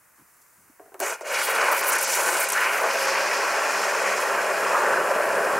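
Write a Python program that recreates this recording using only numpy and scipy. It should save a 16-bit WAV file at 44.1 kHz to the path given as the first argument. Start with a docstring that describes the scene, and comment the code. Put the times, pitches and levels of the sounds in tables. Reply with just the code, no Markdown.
"""Faint rustle, then a nozzle tapping plastic: a pressure washer at a bucket of shampoo water.
The bucket stands on a quiet paved yard, close to the stereo microphone and dead centre.
The trigger clicks, the jet spurts once, then hisses and spits until rising foam swallows the nozzle.
Air driven under water churns as a dense cloud of ringing bubbles,
and the pump's pulsation hums through the water."""
import sys
import numpy as np
from scipy import signal
from scipy.fft import rfft, irfft, next_fast_len
from scipy.io import wavfile

SR = 44100
rng = np.random.default_rng(int(sys.argv[2]) if len(sys.argv) > 2 else 0)


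def transcribe(u):
    """Save the signal u as a 16-bit wav file named by the first command-line argument.

    u: samples, shape (n,) or (channels, n), limited to [-1, 1]; the rate is SR.
    q: integer samples, one column per channel.
    """
    v = np.clip(np.atleast_2d(u).T, -1, 1)
    q = np.round(v * 32767).astype(np.int16)
    wavfile.write(sys.argv[1], SR, q)


N = 246519

# hush of the yard: (frequency [Hz], relative level [dB])
YARD_SPECTRUM = [(30, -20), (70, -14), (130, -12.5), (250, -16), (470, -14.5), (800, -12), (1000, -7),
                 (1800, -8.5), (2500, -15.5), (3400, -29), (4800, -23), (6500, -17.5), (9000, -15),
                 (15600, -16)]
# side-channel gain for the yard, and for the echoes with the nozzle open and under foam:
# (frequency [Hz], gain [dB])
YARD_WIDTH = [(150, -6), (400, -3), (1200, -9.5), (3500, -11), (8000, -5), (15000, -8)]
OPEN_WIDTH = [(60, -10), (110, -24), (200, -17), (380, -18), (700, -16.5), (1290, -19), (2380, -42),
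              (4400, -17.5), (8120, -13), (15000, -25)]
COVERED_WIDTH = [(60, -25), (110, -70), (200, -19), (380, -18.5), (700, -14), (1290, -18), (2380, -23),
                 (4400, -15.5), (8120, -8.5), (15000, -12)]
# faint rustle of the gun, then the rim's short ring after the first tap:
# (time [s], length [s], centre [Hz], level [dB])
RUSTLE_AND_RIM_RING = [(0.172, 0.048, 1060, -60.5), (0.18, 0.06, 190, -60), (0.14, 0.11, 9000, -65),
                       (0.17, 0.64, 9000, -64.5), (0.413, 0.018, 8000, -63), (0.54, 0.18, 170, -69.5),
                       (0.695, 0.019, 232, -57), (0.81, 0.11, 560, -62)]
# pump tones: (multiple of the shaft rate, relative level [dB])
PUMP_ORDERS = [(2, -66), (3, -57.5), (4, -58.5), (5, -56.5), (6, -45.5), (7, -83), (8, -39.5), (9, -44),
               (10, -40.5), (12, -40.5), (13, -47.5)]

# nozzle against the rim: (time [s], level [dB])
RIM_TAPS = [(0.7962, -42.5), (0.857, -52), (0.876, -58), (0.919, -49), (0.982, -50)]
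# modes of bucket wall and plastic gun: (frequency [Hz], relative level [dB], multiple of the ring time)
RIM_MODES = [(323, -6, 1.1), (430, -2.5, 2), (617, -10, 1), (713, -1.5, 2.2), (996, -6, 1.1),
             (1550, -10, .8)]
GUN_MODES = [(320, -13, 0.65), (379, -4, 1.4), (520, -11, 0.86), (640, -3, 0.78), (974, -8, 1.4),
             (1520, -17, 1.2), (2050, -17, .5)]
# trigger and valve: (time [s], body level [dB], snap level [dB], ring time [s])
TRIGGER_KNOCKS = [(0.943, -36, -44, 0.086), (0.994, -48, -39, .04), (1.0018, -26.5, -20, 0.056),
                  (1.21, -33, -44, 0.05)]
# a spurt, then steady flow: (start [s], rise [s], stop [s], fall [s])
TRIGGER_PULLS = [(0.996, 0.041, 1.169, 0.069), (1.238, 0.09, 6.0, .06)]

# tone of the bubble cloud: (frequency [Hz], gain [dB])
CHURN_COLOUR = [(130, -42), (200, -23.5), (290, -22.5), (345, -10.5), (400, -5.5), (520, 0), (680, -1),
                (760, -4), (980, 0.5), (1250, -3.5), (1500, 0.5), (1800, -2.5), (2450, -5.5), (2950, -9),
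                (3400, -15)]
# coarseness lifts big bubbles and thins small ones: (time [s], shift [dB])
COARSENESS = [(1.05, 2.5), (1.4, 1.5), (3.0, -1.5), (4.1, 0.5), (4.9, 2.5), (5.59, 4.5)]
# slugs of air dragged under: (time [s], length [s], boost [dB], added coarseness [dB])
SURGES = [(1.304, 0.12, 3.5, -4.5), (1.459, 0.15, 4.5, -0.5), (1.56, 0.23, 8, -2), (1.808, 0.21, 6.5, -1),
          (2.158, 0.3, 6, 2), (2.508, 0.25, 5.5, -1), (2.733, 0.19, 4, 1.5), (4.676, 0.37, 3, 0)]
# gulps in the water, and the pump's brief hum as the flow restarts:
# (time [s], length [s], centre [Hz], level [dB])
GULPS_AND_HUM = [(1.01, 0.053, 413, -35.5), (1.012, 0.034, 670, -27.5), (1.05, 0.028, 1400, -38),
                 (1.207, 0.085, 553, -38.5), (1.275, 0.11, 550, -34), (1.6, .05, 1180, -26),
                 (1.675, 0.096, 1030, -25.5), (1.695, 0.057, 557, -28), (1.89, 0.098, 1540, -28.5),
                 (2.185, 0.05, 510, -33.5), (2.25, 0.14, 395, -41), (2.535, 0.12, 1580, -25.5),
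                 (2.63, 0.095, 2120, -30), (2.8, 0.091, 568, -26), (2.815, 0.072, 1040, -27.5),
                 (2.935, 0.034, 567, -26.5), (3.12, 0.12, 2220, -33), (4.01, 0.17, 2050, -31.5),
                 (4.72, 0.062, 1130, -22.5), (4.8, 0.1, 1020, -27.5), (4.845, 0.066, 580, -25.5),
                 (5.085, .05, 560, -24), (5.175, 0.058, 560, -26.5)]
# resonances of the bucket, open and foam-filled: (frequency [Hz], width [Hz], boost [dB])
BUCKET_RINGS = [(1030, 280, 3), (1444, 180, 5), (1910, 26, 5), (2230, 120, 6.5), (2410, 105, 5.5),
                (2460, 42, 5.5), (2895, 140, 5.5)]
FOAM_RINGS = [(1130, 41, 5.5), (1360, 37, 4.5), (1525, 32, 0.5), (1634, 48, 2.5), (1900, 55, 2.5),
              (2420, 50, 3.5), (2480, 32, 6)]

# hiss as nozzle and water move against each other: (time [s], relative level [dB])
HISS_LEVEL = [(1.05, -31), (1.3, -33), (1.45, -28.5), (1.63, -36.5), (1.78, -31), (1.96, -32.5),
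              (2.12, -25.5), (2.37, -29), (2.53, -33), (2.8, -34.5), (3.02, -30), (3.58, -33), (3.8, -32),
              (4.2, -33.5), (4.32, -37), (4.7, -35.5), (5.1, -39), (5.59, -39)]
# tone of the hiss, open and under foam: (frequency [Hz], gain [dB])
OPEN_HISS = [(1880, 3), (3200, 3.5), (3580, -0.5), (4310, 3.5), (4610, 3), (6630, 3), (9810, -4),
             (13700, -11.5), (15600, -15)]
COVERED_HISS = [(1880, -39), (3200, 3.5), (3650, -3.5), (4100, -0.5), (5230, 1.5), (6720, -2), (8370, -4.5),
                (9060, -7), (11300, -7), (15600, -15)]
# pitch set by the gap between nozzle and water: (time [s], centre [Hz], boost [dB])
GAP_FOCUS = [(1.05, 7500, 12), (1.5, 5130, -4), (2.12, 6700, 8.5), (2.35, 8600, 7), (2.65, 7100, 1),
             (3.0, 5340, 6.5), (4.4, 7000, 4), (5.59, 8500, 4)]
# thin ringing of the nozzle under foam: (frequency [Hz], width [Hz], boost [dB])
NOZZLE_RINGS = [(4210, 140, 3), (4760, 90, -0.5), (5390, 55, 5.5), (6280, 140, -2), (6680, 190, 4),
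                (7490, 40, 8), (7660, 160, 3), (9010, 200, 6.5), (9830, 260, 3.5), (11000, 150, 2.5),
                (11500, 70, 6), (13060, 250, 4)]
# the mist chokes for an instant: (time [s], length [s])
CHOKES = [(1.693, 0.018), (1.815, 0.017), (1.968, 0.034), (2.048, 0.028), (2.448, 0.089)]
# the jet tears the surface: (time [s], length [s], centre [Hz], level [dB])
SPITS = [(1.208, .02, 6500, -48), (1.428, 0.043, 13000, -35), (1.497, .022, 11900, -34),
         (1.713, .02, 13000, -30), (1.739, .016, 13500, -35), (1.762, .038, 10900, -32.5),
         (1.803, .013, 11500, -34), (1.868, 0.033, 11700, -25), (1.919, 0.023, 8450, -26.5),
         (1.925, 0.0074, 13000, -29), (1.95, 0.014, 9500, -31), (1.983, 0.012, 9000, -29),
         (2.01, 0.01, 10500, -29), (2.026, 0.01, 11500, -27), (2.148, .012, 12000, -39),
         (2.397, 0.014, 11500, -29), (2.427, 0.016, 10900, -29), (2.486, 0.0082, 9500, -27.5),
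         (2.501, 0.0039, 8900, -22.5), (2.519, 0.0055, 9600, -23.5), (2.528, 0.0081, 6540, -27),
         (2.72, 0.051, 11000, -42), (2.81, 0.027, 11000, -44), (2.99, .07, 9900, -39.5),
         (4.2, 0.041, 9500, -40)]
# bounce off the bucket wall, faint under foam: (time [s], delay [s], echo share)
WALL_ECHO = [(1.0, 0.0023, 0.37), (1.5, .0022, 0.77), (1.8, 0.0021, 0.2), (2.5, .0019, 0.25),
             (2.7, 0.0026, .05)]


def from_db(db):
    """Decibels to gain."""
    return 10 ** (np.asarray(db) / 20)


def unit_power(x):
    """Scale to an RMS of 1."""
    return x / np.sqrt(np.mean(x ** 2) + 1e-20)


def in_time(rows):
    """One curve per column after the time, at every sample."""
    times, *columns = np.transpose(rows)
    return [np.interp(np.arange(N) / SR, times, column) for column in columns]


def ramp(start_s, takes_s):
    """Rise from 0 to 1."""
    return np.clip((np.arange(N) / SR - start_s) / takes_s, 0, 1)


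def swell(start_s, length_s):
    """One rounded rise and fall, 0 to 1 and back."""
    x = ramp(start_s, length_s)
    return (4 * x * (1 - x)) ** 0.46


def decay(t, t60):
    """Die away by 60 dB in t60 seconds."""
    return from_db(-60 * t / t60)


def drift(rate_hz):
    """Smooth random wander of spread 1."""
    step, settle = 40, 2000
    pole = np.exp(-2 * np.pi * step * rate_hz / SR)
    noise = rng.standard_normal(N // step + settle + 2)
    slow = signal.lfilter([1], [1, -2 * pole, pole * pole], noise)[settle:]
    return np.interp(np.arange(N) / step, np.arange(len(slow)), unit_power(slow))


def colour(x, points):
    """Filter by a curve of (frequency [Hz], gain [dB])."""
    size = next_fast_len(N + SR // 4)
    hz, db = np.transpose(points)
    gain = from_db(np.interp(np.log(np.fft.rfftfreq(size, 1 / SR) + 1), np.log(hz), db))
    return irfft(rfft(x, size) * gain, size)[..., :N]


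def band(x, low_hz, high_hz, order=2):
    """Band-pass, unit power."""
    edges = np.clip([low_hz, high_hz], 10, .49 * SR)
    return unit_power(signal.sosfilt(signal.butter(order, edges, "band", fs=SR, output="sos"), x))


def ring(clicks, hz, t60):
    """Each click sets a damped tone ringing."""
    radius, angle = from_db(-60 / (t60 * SR)), 2 * np.pi * hz / SR
    return signal.lfilter([1, 0, -1], [1, -2 * radius * np.cos(angle), radius ** 2], clicks + 1e-18)


def resonate(x, peaks):
    """Lift narrow resonances out of a sound."""
    return x + sum((from_db(db) - 1) * signal.lfilter(*signal.iirpeak(hz, hz / width, fs=SR), x)
                   for hz, width, db in peaks)


def grains(per_s, spread_db):
    """Random clicks of uneven size."""
    sizes = from_db(spread_db * np.minimum(rng.exponential(1, N), 4)) * rng.choice([-1, 1], N)
    return sizes * (rng.random(N) < per_s / SR)


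def bursts(rows, band_ratio, spread_db=1.5, edge_share=0.52):
    """Puffs of dense clicks, each around its own pitch; a small edge share makes them abrupt."""
    out = np.zeros(N)
    clicks = grains(30000, spread_db)
    for s, length_s, hz, db in rows:
        at, size = int(s * SR), int(length_s * SR)
        puff = unit_power(band(clicks[:at + size], hz / band_ratio, hz * band_ratio)[at:])
        out[at:at + size] += from_db(db) * puff * signal.windows.tukey(size, edge_share)
    return out


def foam_cover():
    """Share of the nozzle that the rising foam covers."""
    return ramp(start_s=2.64, takes_s=0.49)


def by_cover(in_open, under_foam):
    """Pass from one value to the other as the foam covers the nozzle."""
    return in_open + (under_foam - in_open) * foam_cover()


def flow(dribble=0.045):
    """Water through the nozzle, 0 to 1; it sinks to a dribble between pulls."""
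    pulled = sum(ramp(start, rise) * (1 - ramp(stop - fall, fall))
                 for start, rise, stop, fall in TRIGGER_PULLS)
    return np.maximum(pulled, dribble * np.maximum.accumulate(pulled))


def yard(level_db=-58):
    """The faint hush all round the microphone, as mid and side."""
    mid, side = from_db(level_db) * unit_power(colour(rng.standard_normal((2, N)), YARD_SPECTRUM))
    return mid, colour(side, YARD_WIDTH)


def reflections(x, t60, count):
    """Early echoes off bucket, paving and wall, within a few metres, as strong as the direct sound."""
    lags_s = rng.uniform(.002, .04, count)
    response = np.zeros(SR // 20)
    response[(lags_s * SR).astype(int)] = rng.choice([-1, 1], count) * decay(lags_s, t60)
    return signal.fftconvolve(x, response / np.linalg.norm(response))[:N]


def rustle_and_rim_ring():
    """Faint rustle of the gun, then the rim's short ring after the first tap."""
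    return bursts(RUSTLE_AND_RIM_RING, band_ratio=1.48)


def pump(shaft_hz=67.47, waver=0.00138, flutter_db=3.0):
    """Piston strokes pulse the jet; the moving water makes each tone swell and fade."""
    turns = np.cumsum(shaft_hz * (1 + waver * drift(1.58))) / SR
    tones = sum(from_db(db + flutter_db * drift(5.2)) * np.sin(2 * np.pi * (k * turns + rng.random()))
                for k, db in PUMP_ORDERS)
    fade_in = ramp(start_s=1.2, takes_s=0.2) ** 2
    return np.sqrt(2) * fade_in * from_db(by_cover(-6.5, -0.5)) * tones


def knock(modes, ring_s, rattle_db, crack_db, split=0.046):
    """Struck plastic: a hollow ring of modes in beating pairs, a dull rattle and a brief crack."""
    t = np.arange(SR // 3) / SR
    body = 0
    for hz, db, ring_scale in modes:
        for side in (-1, 1):
            envelope = from_db(db + rng.normal(0, 1)) * decay(t, ring_scale * ring_s)
            split_hz = hz * (1 + split * side * rng.uniform(.4, 1.6))
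            body += envelope * np.sin(2 * np.pi * split_hz * t) * rng.choice([-1, 1])
    rattle = band(rng.standard_normal(len(t)), 350, 1260, order=3) * decay(t, ring_s)
    crack = band(rng.standard_normal(len(t)), 550, 2200, order=4) * decay(t, 0.012)
    return body / np.sqrt(2) + from_db(rattle_db) * rattle + from_db(crack_db) * crack


def taps_and_trigger():
    """Close up, the nozzle taps the rim; trigger and valve knock, each with a bright snap."""
    out, t = np.zeros(N), np.arange(SR // 3) / SR
    for s, db in RIM_TAPS:
        at = int(s * SR)
        out[at:at + len(t)] += from_db(db) * knock(RIM_MODES, ring_s=0.09, rattle_db=-6, crack_db=-6)
    snap_fade = decay(t, 0.004) + from_db(-5) * decay(t, 0.034)   # the snap leaves a short sizzle
    for s, body_db, snap_db, ring_s in TRIGGER_KNOCKS:
        at = int(s * SR)
        snap = band(rng.standard_normal(len(t)), 7100, 20000, order=1) * snap_fade
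        body = knock(GUN_MODES, ring_s, rattle_db=-2.5, crack_db=0.5)
        out[at:at + len(t)] += from_db(body_db) * body + from_db(snap_db) * snap
    low_cut = signal.butter(4, 260, "high", fs=SR, output="sos")   # small parts radiate no bass
    return signal.sosfilt(low_cut, out)


def gulps_and_hum():
    """Gulps in the water, and the pump's brief hum as the flow restarts."""
    return bursts(GULPS_AND_HUM, band_ratio=1.166)


def rumble(shallow_db=-78, deep_db=-48):
    """Large pockets of air thud once the jet reaches deep into the bucket."""
    level_db = shallow_db + (deep_db - shallow_db) * ramp(start_s=4.55, takes_s=0.38)
    return from_db(level_db) * band(grains(1000, spread_db=9.0), 147, 350)


def bubbles(low_hz, high_hz, per_s, cycles, surge_db, sizes=14):
    """Bubbles of one size range pinch off in surges and ring for some cycles each."""
    births = grains(per_s, spread_db=2.0) * from_db(surge_db * drift(19))
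    size_index = rng.integers(0, sizes, N)
    cloud = sum(np.sqrt(hz) * unit_power(ring(births * (size_index == k), hz, cycles / hz))
                for k, hz in enumerate(np.geomspace(low_hz, high_hz, sizes)))
    return band(colour(cloud, CHURN_COLOUR), low_hz, high_hz, order=5)


def churn(open_db=-31.5, covered_db=-26):
    """The jet drives air under; the bubbles reach the microphone through the bucket's hollow."""
    surge_db, surge_coarse_db = sum(np.outer([boost, coarse], swell(s, length_s))
                                    for s, length_s, boost, coarse in SURGES)
    level_db = by_cover(open_db, covered_db) + surge_db
    coarse_db = in_time(COARSENESS)[0] + surge_coarse_db
    small_db = -6 - coarse_db - 0.56 * (level_db - covered_db)   # small bubbles swing less in level
    big = from_db(coarse_db - 5) * bubbles(162, 731, per_s=4400, cycles=10.8, surge_db=0.6)
    middle = from_db(-0.4) * bubbles(694, 1856, per_s=5200, cycles=20.7, surge_db=0.13)
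    small = from_db(small_db) * bubbles(1745, 3044, per_s=7000, cycles=19.5, surge_db=0.86)
    flutter_db = by_cover(1.23, -0.6) * drift(50)
    cloud = from_db(level_db + flutter_db) * (big + middle + small)
    hollow = from_db(-2.5) * resonate(cloud, BUCKET_RINGS)
    foamy = from_db(-1) * resonate(cloud, FOAM_RINGS)
    return flow() ** 0.62 * (by_cover(hollow, foamy) + rumble())


def droplets(low_hz, high_hz, per_s, spread_db, flutter_db):
    """Countless impacts; foam steadies them and lets the nozzle ring, more as the jet goes deeper."""
    covered = foam_cover()
    in_air = band(colour(grains(per_s, spread_db), OPEN_HISS), low_hz, high_hz, order=6)
    impacts = grains(per_s, spread_db)
    ring_share = 0.49 + 0.51 * ramp(start_s=3.33, takes_s=0.73)
    impacts += ring_share * (resonate(impacts, NOZZLE_RINGS) - impacts)
    in_foam = band(colour(impacts, COVERED_HISS), low_hz, high_hz, order=6)
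    flutter = from_db(flutter_db * by_cover(1.5, 0.66) * drift(33))
    return (np.sqrt(1 - covered) * in_air + np.sqrt(covered) * in_foam) * flutter


def gap_focus(x, width_octaves=0.36, count=9):
    """The gap between nozzle and water shapes the hiss around a gliding pitch, at constant power."""
    centre_hz, boost_db = in_time(GAP_FOCUS)
    pitches, size = np.geomspace(3250, 9500, count), next_fast_len(N)
    spectrum, bins = rfft(x, size), np.fft.rfftfreq(size, 1 / SR)
    out, power = 0, 0
    for hz, weights in zip(pitches, np.eye(count)):
        part = irfft(spectrum * np.interp(bins, pitches, weights), size)[:N]
        gain = from_db(boost_db * np.exp(-.5 * (np.log2(hz / centre_hz) / width_octaves) ** 2))
        out += gain * part
        power += gain ** 2 * np.mean(part * x)
    return out / np.sqrt(power)


def mist(hiss_db, usual_hiss_db=-27.5):
    """Fine spray thickens as the surface is whipped up; in the open it crackles and tracks the hiss."""
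    level_db = by_cover(-32, -43.5) + by_cover(0.99, 0.16) * (hiss_db - usual_hiss_db)
    thin_db = -3.5 * (1 - ramp(start_s=1.0, takes_s=0.65))
    crackle_db = by_cover(1.5, 0) * drift(90)
    choke_db = -10 * sum(swell(s, length_s) for s, length_s in CHOKES)
    spray = droplets(8900, 24500, per_s=17000, spread_db=2.5, flutter_db=1.0)
    return from_db(level_db + thin_db + crackle_db + choke_db) * spray


def wall_echo(x, waver=0.022):
    """One bounce off the bucket wall combs the sound; its delay wavers as the hand shakes."""
    delay_s, share = in_time(WALL_ECHO)
    delay_s *= 1 + waver * drift(3.6)
    echo = np.interp(np.arange(N) - delay_s * SR, np.arange(N), x, left=0)
    return (x - share * echo) / np.sqrt(1 + share ** 2)


def jet():
    """Right in front of the microphone the jet hits the water: hiss, mist and spits, with echoes."""
    hiss_db, = in_time(HISS_LEVEL)
    impacts = droplets(2470, 10300, per_s=18000, spread_db=2.0, flutter_db=1.5)
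    hiss = from_db(hiss_db - 2) * gap_focus(impacts)
    spray = flow() ** 0.88 * (hiss + mist(hiss_db))
    direct = spray + bursts(SPITS, band_ratio=1.31, spread_db=7.5, edge_share=0.063)
    return wall_echo(direct + from_db(-13) * reflections(direct, t60=0.032, count=60))


def scene():
    """The bucket is close and central; reflections and the yard's hush give a little width."""
    close = churn() + gulps_and_hum() + jet() + taps_and_trigger() + rustle_and_rim_ring()
    mid = close + from_db(-14) * reflections(close, t60=0.1, count=80) + pump()
    scattered = reflections(mid, t60=0.097, count=120)
    side = by_cover(colour(scattered, OPEN_WIDTH), colour(scattered, COVERED_WIDTH))
    yard_mid, yard_side = yard()
    mid, side = mid + yard_mid, side + yard_side
    return np.array([from_db(0.01) * (mid + side), from_db(-0.13) * (mid - side)])


def record(dry, cutoff_hz=15750):
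    """The microphone signal is cut steeply at the top."""
    return signal.sosfilt(signal.ellip(12, .1, 80, cutoff_hz, fs=SR, output="sos"), dry)


dry = scene()
out = record(dry)
transcribe(out)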